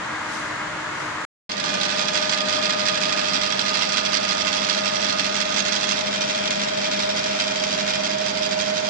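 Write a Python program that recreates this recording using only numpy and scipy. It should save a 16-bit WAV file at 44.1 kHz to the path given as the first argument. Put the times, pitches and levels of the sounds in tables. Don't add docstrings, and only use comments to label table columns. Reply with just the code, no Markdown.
import sys
import numpy as np
from scipy import signal
from scipy.fft import rfft, irfft
from scipy.io import wavfile
from scipy.ndimage import uniform_filter1d

SR = 44100
rng = np.random.default_rng(int(sys.argv[2]) if len(sys.argv) > 2 else 0)


def persist_wave(psi):
    counts = np.round(np.clip(psi, -1, 1) * 32767).astype(np.int16)
    wavfile.write(sys.argv[1], SR, np.atleast_2d(counts).T)


def volts(x):
    e = np.asarray(x, float) / 20
    return 10 ** e


N = 392049
TIME_S = np.arange(N) / SR
TEETH_PER_TURN = 16
RUN_FROM_S = 1.5
MATE_PER_TURN = 16 / 18
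LEFT_LAG = 18

# f/Hz, nominal width/Hz, right level/dB, left level/dB,
# then right level/dB, left level/dB once the microphones have shifted
CASING_MODES = [(1335, 60, 7, 9, 6, 7), (1425, 60, 7, 9, 9, 5), (1515, 80, 8, 7, 8, 6),
                (1700, 90, 7, 7, 2, 8), (1880, 120, 2, 4, 4, 5), (2045, 100, 7, 1, 6, -6),
                (2145, 60, 7, 6, 9, 7), (2330, 90, -4, 3, 2, 10), (2430, 50, 8, 13, 12, 15),
                (2600, 110, 7, 10, 2, 5), (2690, 90, 7, -1, 3, -5), (2750, 60, 7, 7, 6, 9),
                (3100, 120, -3, 6, 4, 8), (3260, 90, 9, 8, 13, 6), (3355, 120, 11, 6, 6, 8),
                (3540, 120, 7, 7, 8, 9), (3740, 120, 7, 5, 8, 2), (3950, 150, 4, 0, 4, 2),
                (4270, 100, 10, 9, 4, 5), (4560, 150, 4, 4, 1, 7), (4760, 80, 5, 0, 12, 9),
                (4835, 110, 14, 3, 8, 7), (5170, 120, 3, 3, 8, -2), (5540, 120, 8, 6, 9, 12),
                (5740, 130, 10, 2, 3, 7), (6040, 150, -1, -1, 5, 1), (6530, 150, 2, -4, -1, -6),
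                (6930, 150, -8, -6, -3, -2), (7370, 150, -6, -8, -5, -7)]


def rms_one(x):
    return x / np.sqrt(np.mean(x ** 2, axis=-1, keepdims=True) + 1e-20)


def in_time(rows):
    s, *columns = np.transpose(rows)
    return [np.interp(TIME_S, s, column) for column in columns]


def at_hz(points):
    grid_hz = np.maximum(np.arange(N // 2 + 1) * SR / N, 1)
    f, values = np.transpose(points)
    return np.interp(np.log(grid_hz), np.log(f), values)


def drift(rate_hz):
    r = np.exp(-80 * np.pi * rate_hz / SR)
    noise = rng.standard_normal(N // 40 + 4002)
    slow = signal.lfilter([1], [1, -2 * r, r * r], noise)[4000:]
    return np.interp(np.arange(N) / 40, np.arange(len(slow)), rms_one(slow))


def resonance(x, hz, width_hz):
    r = np.exp(-np.pi * width_hz / SR)
    poles = [1, -2 * r * np.cos(2 * np.pi * hz / SR), r * r]
    return signal.lfilter([(1 - r * r) / 2, 0, (r * r - 1) / 2], poles, x)


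def roar(colour, likeness, balance):
    mid, side = rfft(rng.standard_normal((2, N))) * volts(at_hz(colour))
    alike = np.clip(at_hz(likeness), -1, 1)
    lean = volts(at_hz(balance) / 2)
    mid, side = np.sqrt(1 + alike) * mid, np.sqrt(1 - alike) * side
    both = irfft([(mid + side) * lean, (mid - side) / lean], N)
    return both / np.std(both.mean(axis=0))


def tone(cycles, left_db, right_db, lead):
    left = volts(left_db) * np.sin(2 * np.pi * cycles + lead)
    right = volts(right_db) * np.sin(2 * np.pi * cycles)
    return np.sqrt(2) * np.array([left, right])


def shifted():
    return np.interp(TIME_S, [5.88, 6.1], [0, 1])


def running_s():
    return np.maximum(TIME_S - RUN_FROM_S, 0)


def load():
    bite_s, short_db = 0.11, -7.5
    return volts(short_db * np.exp(-(running_s() / bite_s) ** 2))


def wheel_teeth():
    full_rate, rate_short = 100.291, 2.191
    catch_up_s, creep, at_start = 0.62, 0.0815, -8.913
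    run = running_s()
    lost = rate_short * catch_up_s * (1 - np.exp(-run / catch_up_s))
    return at_start + full_rate * (TIME_S - RUN_FROM_S) - lost + creep * run ** 2 / 2


def held_db():
    first, then = np.array([[-30.5], [-21]]), np.array([[-28.5], [-24]])
    away = np.array([[-4], [-1]])
    turning = np.interp(TIME_S, [8.03, 8.13], [0, 1])
    return first + (then - first) * shifted() + away * turning


def landing_levels(tooth, chance):
    tooth_db = [-1.3, -2, -2.8, -7, -8.3, -7.4, -3.4, -1.8, -1.9, -1.7, -1.5, -3.9, -6.1, -5.7, -2.8, 0]
    mate_db = [1.1, .3, 1.9, 2.3, 2, .8, .5, .3, -.8, .5, -2.2, -1, -.7, -.3, -.5, -2, -1.6, -.9]
    idler_db = [-.3, .7, .2, -1.6, .4, .5, .4, .7, 1, 1.3, .7, -.9, -.8, -.4, -.6, -.7, -.5]
    # t/s, level/dB against the wheels' pattern
    single_knocks = [(1.581, 2), (1.591, -6), (1.602, 4.5), (1.642, 7), (1.662, 1), (1.683, -4),
                     (1.764, -6), (1.814, 2), (1.844, -1), (1.855, 3.5), (1.905, 0.5), (1.996, 1),
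                     (2.066, -8), (2.086, 5.6), (2.157, 2), (2.227, 0), (2.247, 0), (2.297, 7), (2.317, 1),
                     (2.327, 4.5), (2.337, 1), (2.347, 0.5), (2.387, -1.5), (2.397, -11), (2.537, 0),
                     (2.557, 0.5), (2.587, 5), (2.637, -0.5), (2.677, 0.5), (2.687, -5.5), (2.717, -10.0),
                     (2.817, -0.5), (2.877, -3), (2.887, 5), (2.897, 2), (2.967, -6), (3.027, 1),
                     (3.037, 1.5), (3.047, -2), (3.087, 4.6), (3.117, -4), (3.127, 4.5), (3.146, 0),
                     (3.196, 4), (3.216, 0), (3.286, 3), (3.326, 3), (3.346, 2.2), (3.356, 2.5), (3.366, 3),
                     (3.426, -2.5), (3.515, -7.4), (3.575, -2.5), (3.595, 4.5), (3.605, -1), (3.625, -3),
                     (3.635, -1.5), (3.695, 4.5), (3.705, 3.5), (3.724, -2), (3.754, 4), (3.764, -4),
                     (3.814, 1.5), (3.824, 2.9), (3.834, 3), (3.934, 2.5), (3.973, 5), (4.003, -2.5),
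                     (4.013, -3), (4.023, -7), (4.162, 1), (4.172, 6), (4.292, 3), (4.471, 3.2), (4.68, -2),
                     (4.7, 3), (4.72, -4), (4.749, 7.5), (4.879, 0.5), (4.899, -4), (4.948, -3), (4.958, 4),
                     (4.968, 1.5), (5.068, 2.5), (5.078, 0.5), (5.197, 5.5), (5.207, -3), (5.257, -3.5),
                     (5.416, -0.5), (5.436, -10.5), (5.445, -5.5), (5.595, 2.5), (5.604, 6), (5.634, -6.5),
                     (5.734, -1), (5.903, -0.5), (5.913, 2.7), (6.012, 4), (6.052, -7), (6.101, -9),
                     (6.201, -9), (6.211, 1.9), (6.22, 5), (6.3, 2.8), (6.31, 1.5), (6.399, -2),
                     (6.489, -4), (6.499, -8), (6.508, 8.5), (6.518, 2), (6.568, 0.5), (6.638, 1.5),
                     (6.757, -10), (6.767, -8), (6.985, -5), (7.084, -8), (7.174, 1), (7.402, 6),
                     (7.452, -3.5), (7.471, -0.5), (7.64, 2.9), (7.65, -1.5), (7.749, -1.5), (7.819, -4),
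                     (7.938, 4.5), (7.958, -1), (8.007, 4), (8.027, -6), (8.156, -1), (8.265, 3),
                     (8.354, 0), (8.483, -1), (8.582, -3), (8.662, 2.5), (8.721, -3), (8.82, -5), (8.87, 3)]
    hardest_db = 0.5
    row = tooth - tooth[0]
    count = np.arange(len(chance)) + tooth[0]
    wheels_db = sum(np.array(wheel)[count % len(wheel)] for wheel in (tooth_db, mate_db, idler_db))
    landing_db = wheels_db + 3 * np.clip(chance, -1.5, 1.2)
    landing_db = np.minimum(landing_db, hardest_db + 0.3 * landing_db)
    for at_s, set_db in single_knocks:
        struck = row[round(at_s * SR)]
        landing_db[struck] = wheels_db[struck] + set_db
    return landing_db[row]


def casing_ring(rattle, blows, hall, luck, row, share, alike):
    unsettled_db = [-4, -3, 1, 3.5, 0, -3, -1, -8.5, 4.5, 0, -11, -5.5, -9.5, 0, 0.5, -2.5, 0, -4, -0.5, -7,
                    -1.5, -1.5, 1, -2.5, -8, 4.5, -3, -5, 0]
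    # t/s, pair near 4.8 kHz level/dB, mode near 6.5 kHz level/dB
    ring_levels = [(1.5, -4, 4), (2.6, 2.5, 0), (3.4, 0, -5.5), (4.4, 0.5, 2.5), (5.1, 0, 1),
                   (5.5, -6, 5.5), (5.9, -3.5, 7), (6.3, -5, 3), (7, -2.1, 3), (7.6, -0.5, 5.5),
                   (8.89, 2.5, 10)]
    spread_db, blow_full_hz = 2, 3500
    quick, free_ring = 1.3, 0.66
    damp_from, damp_db = 0.62, -5.5
    pair_db, high_db = in_time(ring_levels)
    senses = rng.choice([-1, 1], (len(luck), len(CASING_MODES), 2))
    damping = volts(damp_db * uniform_filter1d((share > damp_from) * 1.0, size=60))
    after, early = shifted(), np.interp(TIME_S, [3.2, 3.4], [1, 0])
    modes = 0
    for k, (hz, width_hz, right_db, left_db, right_after_db, left_after_db) in enumerate(CASING_MODES):
        blow = blows * senses[row, k].T
        blow[0] = np.roll(np.sqrt(alike) * blow[1] + np.sqrt(1 - alike) * blow[0], LEFT_LAG)
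        wander_db = spread_db * uniform_filter1d(luck[:, k + 1], size=2)[row]
        struck = (rattle + blow * min(1, hz / blow_full_hz)) * volts(wander_db)
        left_now_db = left_db + after * (left_after_db - left_db)
        right_now_db = right_db + after * (right_after_db - right_db) + early * unsettled_db[k]
        gain = volts([left_now_db, right_now_db])
        gain *= volts(pair_db * (4700 < hz < 4900) + high_db * (6400 < hz < 6700))
        rung = resonance(np.vstack([struck, hall]), hz, quick * width_hz)
        rung = resonance(rung, hz, free_ring * width_hz)
        direct = rung[:2] * damping ** min(1, hz / 5000)
        modes = modes + (-1) ** k * gain * (direct + rung[2:])
    return modes


def knocks(teeth):
    # f/Hz, relative spectral level/dB
    small_colour = [(600, -25), (1000, -6), (1400, -3), (2000, -1), (2900, -1), (4000, 1), (5300, -2),
                    (6500, -7), (7200, -11.5), (8000, -13), (9000, -20.5), (10000, -36), (11000, -62)]
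    lead_teeth, rattle_decay_s, crack_decay_s = 0.27, 0.0099, 0.001
    rebound_at, rebound_db = 0.29, -1
    blow_db, crack_db, small_db = -1.5, -6, -1.5
    hall_gain = volts([[3.5], [-1.5]])
    alike = 0.45

    tooth = np.floor(teeth + lead_teeth).astype(int)
    share = teeth + lead_teeth - tooth
    since_s = share / (np.gradient(teeth) * SR + 1e-9)
    row = tooth - tooth[0]
    luck = rng.standard_normal((row[-1] + 1, len(CASING_MODES) + 1))
    force = volts(landing_levels(tooth, luck[:, 0]))

    contacts = rng.standard_normal((3, N)) * force * np.exp(-since_s / rattle_decay_s)
    shared, left, right = rms_one(contacts)
    common = np.array([np.roll(shared, LEFT_LAG), shared])
    rattle = np.sqrt(alike) * common + np.sqrt(1 - alike) * np.array([left, right])
    rattle -= signal.lfilter([0.125], [1, -0.75], rattle)
    hall = hall_gain * signal.lfilter([0.25], [1, -0.75], rng.standard_normal((2, N)))

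    first = np.diff(tooth, prepend=tooth[0]) > 0
    again = np.diff(1.0 * (share > rebound_at + 0.03 * luck[row, 1]), prepend=0) > 0
    strikes = first * volts(1.5 * luck[row, 2]) + again * volts(rebound_db + 1.5 * luck[row, 3])
    strikes = force * strikes
    blows = rms_one(strikes) * volts(blow_db)
    crack = signal.lfilter([1], [1, -np.exp(-1 / (crack_decay_s * SR))], strikes)
    crack = volts(crack_db) * rms_one(crack)
    crack = np.array([np.roll(crack, LEFT_LAG), crack])

    modes = casing_ring(rattle, blows, hall, luck, row, share, alike)
    flips = rng.choice([-1, 1], N)
    flips = np.array([np.roll(flips, LEFT_LAG), flips])
    small = irfft(rfft((rattle + crack + hall) * flips) * volts(at_hz(small_colour)), N)
    return rms_one(rms_one(modes) + volts(small_db) * rms_one(small)) * volts(held_db())


def mesh_tone(turns):
    # t/s, tone left level/dB, tone right level/dB, octave left level/dB, octave right level/dB
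    standing_waves = [(1.6, -34.5, -41, -40, -33.5), (2.2, -29, -55, -37, -33),
                      (2.55, -28, -59, -38, -30.5), (3.1, -29.5, -34, -45, -32), (3.75, -35, -34, -40, -32),
                      (4.9, -30, -32.5, -52, -32.5), (5.9, -31.5, -36.5, -50, -36.5),
                      (6.4, -28.5, -33, -43, -50), (7.1, -29, -26.5, -40, -52), (7.7, -37.5, -27, -44, -53),
                      (8.89, -33, -23.5, -51, -56)]
    mesh_per_turn = 98.2
    mesh_l, mesh_r, high_l, high_r = in_time(standing_waves)
    slow = 2 * np.pi * MATE_PER_TURN * turns
    mesh = mesh_per_turn * turns + 0.04 * np.sin(slow + 1.6) + 0.018 * drift(4.7)
    swing = (1 + 0.094 * np.cos(slow + 1.43)) * volts(0.84 * drift(9.4))
    out = tone(mesh, mesh_l, mesh_r, -2.45) * swing
    return out + tone(2 * mesh + 0.1 * drift(21), high_l, high_r, -1.7) * volts(2.7 * drift(37))


def wheel_hum(turns):
    hum_db = -42 + 0.72 * running_s()
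    lean_db = 2
    slow = 2 * np.pi * MATE_PER_TURN * turns
    throb = 1 + 0.12 * np.cos(2 * np.pi * turns + 0.5) + 0.1 * np.cos(4 * np.pi * turns + 0.6)
    throb = throb * (1 + 0.21 * np.cos(slow + 0.37))
    cycles = 2 * TEETH_PER_TURN * turns + 0.0078 * drift(21)
    return tone(cycles, hum_db, hum_db - lean_db, -0.92) * throb * volts(1.7 * drift(5))


def gear_lines(turns):
    order_lines = [(29.22, -48, -52, -54, -58, -.8), (29.98, -55, -56, -50, -52, -.8),
                   (30.78, -54, -58, -53, -57, -.8), (32.92, -54, -58, -48, -52, -.8),
                   (43.82, -49, -53, -50, -54, -.9), (48, -51, -52, -52, -54, -1),
                   (63.95, -47, -52, -44, -50, 1.0), (82.1, -58, -58, -55, -56, -1),
                   (94.4, -55, -51, -55, -50, -2.4), (95.19, -43, -37, -42, -37, 3.0),
                   (101.21, -47, -39, -41, -42, -1.0), (105.73, -56, -54, -56, -54, -2.4),
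                   (114.18, -55, -54, -60, -59, -2), (116.83, -60, -60, -56, -53, -2),
                   (131.56, -56, -44, -58, -54, -2)]
    after, waver = shifted(), [drift(13.0) for _ in range(6)]
    out = 0
    for k, (per_turn, left_db, right_db, left_after_db, right_after_db, lead) in enumerate(order_lines):
        left_now_db = left_db + after * (left_after_db - left_db)
        right_now_db = right_db + after * (right_after_db - right_db)
        cycles = per_turn * turns + 0.02 * waver[k % 3]
        out = out + tone(cycles, left_now_db, right_now_db, lead) * volts(0.8 * waver[3 + k % 3])
    return out


def engage():
    at_s, peak_db, decay_s = 1.514, -14, 0.006
    since_s = TIME_S - at_s
    blow = rng.standard_normal((2, N)) * (since_s > 0) * np.exp(-np.abs(since_s) / decay_s)
    rung = 0
    for hz, width_hz, right_db, *_ in CASING_MODES:
        ring = resonance(resonance(blow, hz, 2 * width_hz), hz, 2 * width_hz)
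        rung = rung + volts(right_db) * ring
    return volts(peak_db) * rung / np.abs(rung).max()


def near_roar():
    # f/Hz, relative spectral level/dB
    near_colour = [(15, -67), (25, -31.5), (144, -9.5), (198, -5.5), (300, -7.5), (360, -12.5), (440, -10),
                   (530, -7), (575, -9.5), (620, 1.5), (665, -7), (760, -7.5), (950, -6), (1100, -11),
                   (1500, -10.5), (2500, -14), (5000, -18.5), (11000, -100)]
    # f/Hz, coherence of the two sides [-1 to 1]
    near_likeness = [(60, .99), (130, .96), (260, .85), (350, .4), (430, 0), (640, -.4), (1000, -.1),
                     (1500, .05)]
    # f/Hz, left over right level/dB
    near_balance = [(100, -0.5), (300, 2.5), (700, -1.5), (1500, -2), (5000, 4)]
    settled_db, early_db, settle_s = -34, 1.5, 1.6
    level_db = settled_db + early_db * np.exp(-running_s() / settle_s)
    return volts(level_db) * np.sqrt(load()) * roar(near_colour, near_likeness, near_balance)


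def far_machine():
    # f/Hz, relative spectral level/dB
    far_colour = [(15, -52), (25, -32), (134, -9), (269, -14.5), (306, -12), (407, -13.5), (500, -13.5),
                  (600, -11), (820, -9.5), (950, -6), (1270, -6), (1600, -8), (1950, -8), (2150, -10.5),
                  (2300, -15.5), (2450, -13.5), (2600, -15), (5670, -26.5), (6800, -24), (9510, -38.5),
                  (10300, -42), (11000, -58), (15600, -87), (22000, -120)]
    # f/Hz, coherence of the two sides [-1 to 1]
    far_likeness = [(60, 1), (250, 0.89), (500, 0.24), (700, -0.0055), (1100, 0.69), (2000, 0.43),
                    (2600, -0.28), (4000, 0.024), (7000, 0.1)]
    # f/Hz, left over right level/dB
    far_balance = [(60, -1), (180, 0.5), (550, -0.5), (1650, 4), (4970, -4.5), (15000, -2.5)]
    # f/Hz, rms level/dB about which each wavers
    far_lines = [(220, -53), (247, -59.5), (305.4, -45), (313, -48.5), (319, -60), (611, -48.5), (870, -57),
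                 (916, -51), (1270, -49), (1436, -44), (1621, -42.5), (1731, -51), (1896, -53.5),
                 (1968, -57), (2162, -47)]
    out = volts(-30.5) * roar(far_colour, far_likeness, far_balance)
    for hz, level_db in far_lines:
        depth = min(1, hz / 900)
        waver_db = level_db + 3 * depth * drift(14)
        cycles = hz * TIME_S + 0.045 * depth * drift(8.9)
        out += tone(cycles, waver_db, waver_db, hz / 1500 * rng.normal())
    return out


def hisses():
    crests = [(0.35, -38), (1.0, -43)]  # t/s, level/dB at the crest
    band_hz, rise_s, fall_s = [2880, 7100], 0.074, 0.14
    swell = 0
    for at_s, level_db in crests:
        slope = np.minimum((TIME_S - at_s) / rise_s, (at_s - TIME_S) / fall_s)
        swell = swell + volts(level_db) * np.exp(slope)
    band = signal.butter(2, band_hz, "band", fs=SR, output="sos")
    return swell * rms_one(signal.sosfilt(band, rng.standard_normal((2, N))))


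def scene():
    far_ends_s, near_starts_s = 1.2505, 1.493
    teeth = wheel_teeth()
    turns = teeth / TEETH_PER_TURN
    driven = knocks(teeth) + mesh_tone(turns) + wheel_hum(turns) + gear_lines(turns)
    near = load() * driven + engage() + near_roar()
    far = far_machine() + hisses()
    return far * (TIME_S < far_ends_s) + near * (TIME_S > near_starts_s)


def top_cut(x):
    return signal.sosfilt(signal.butter(12, 15980, fs=SR, output="sos"), x)


def record(dry):
    top_hz = 13600
    dull = signal.sosfilt(signal.cheby2(8, 50, top_hz, fs=SR, output="sos"), dry)
    return top_cut(dull)


dry = scene()
out = record(dry)
persist_wave(out)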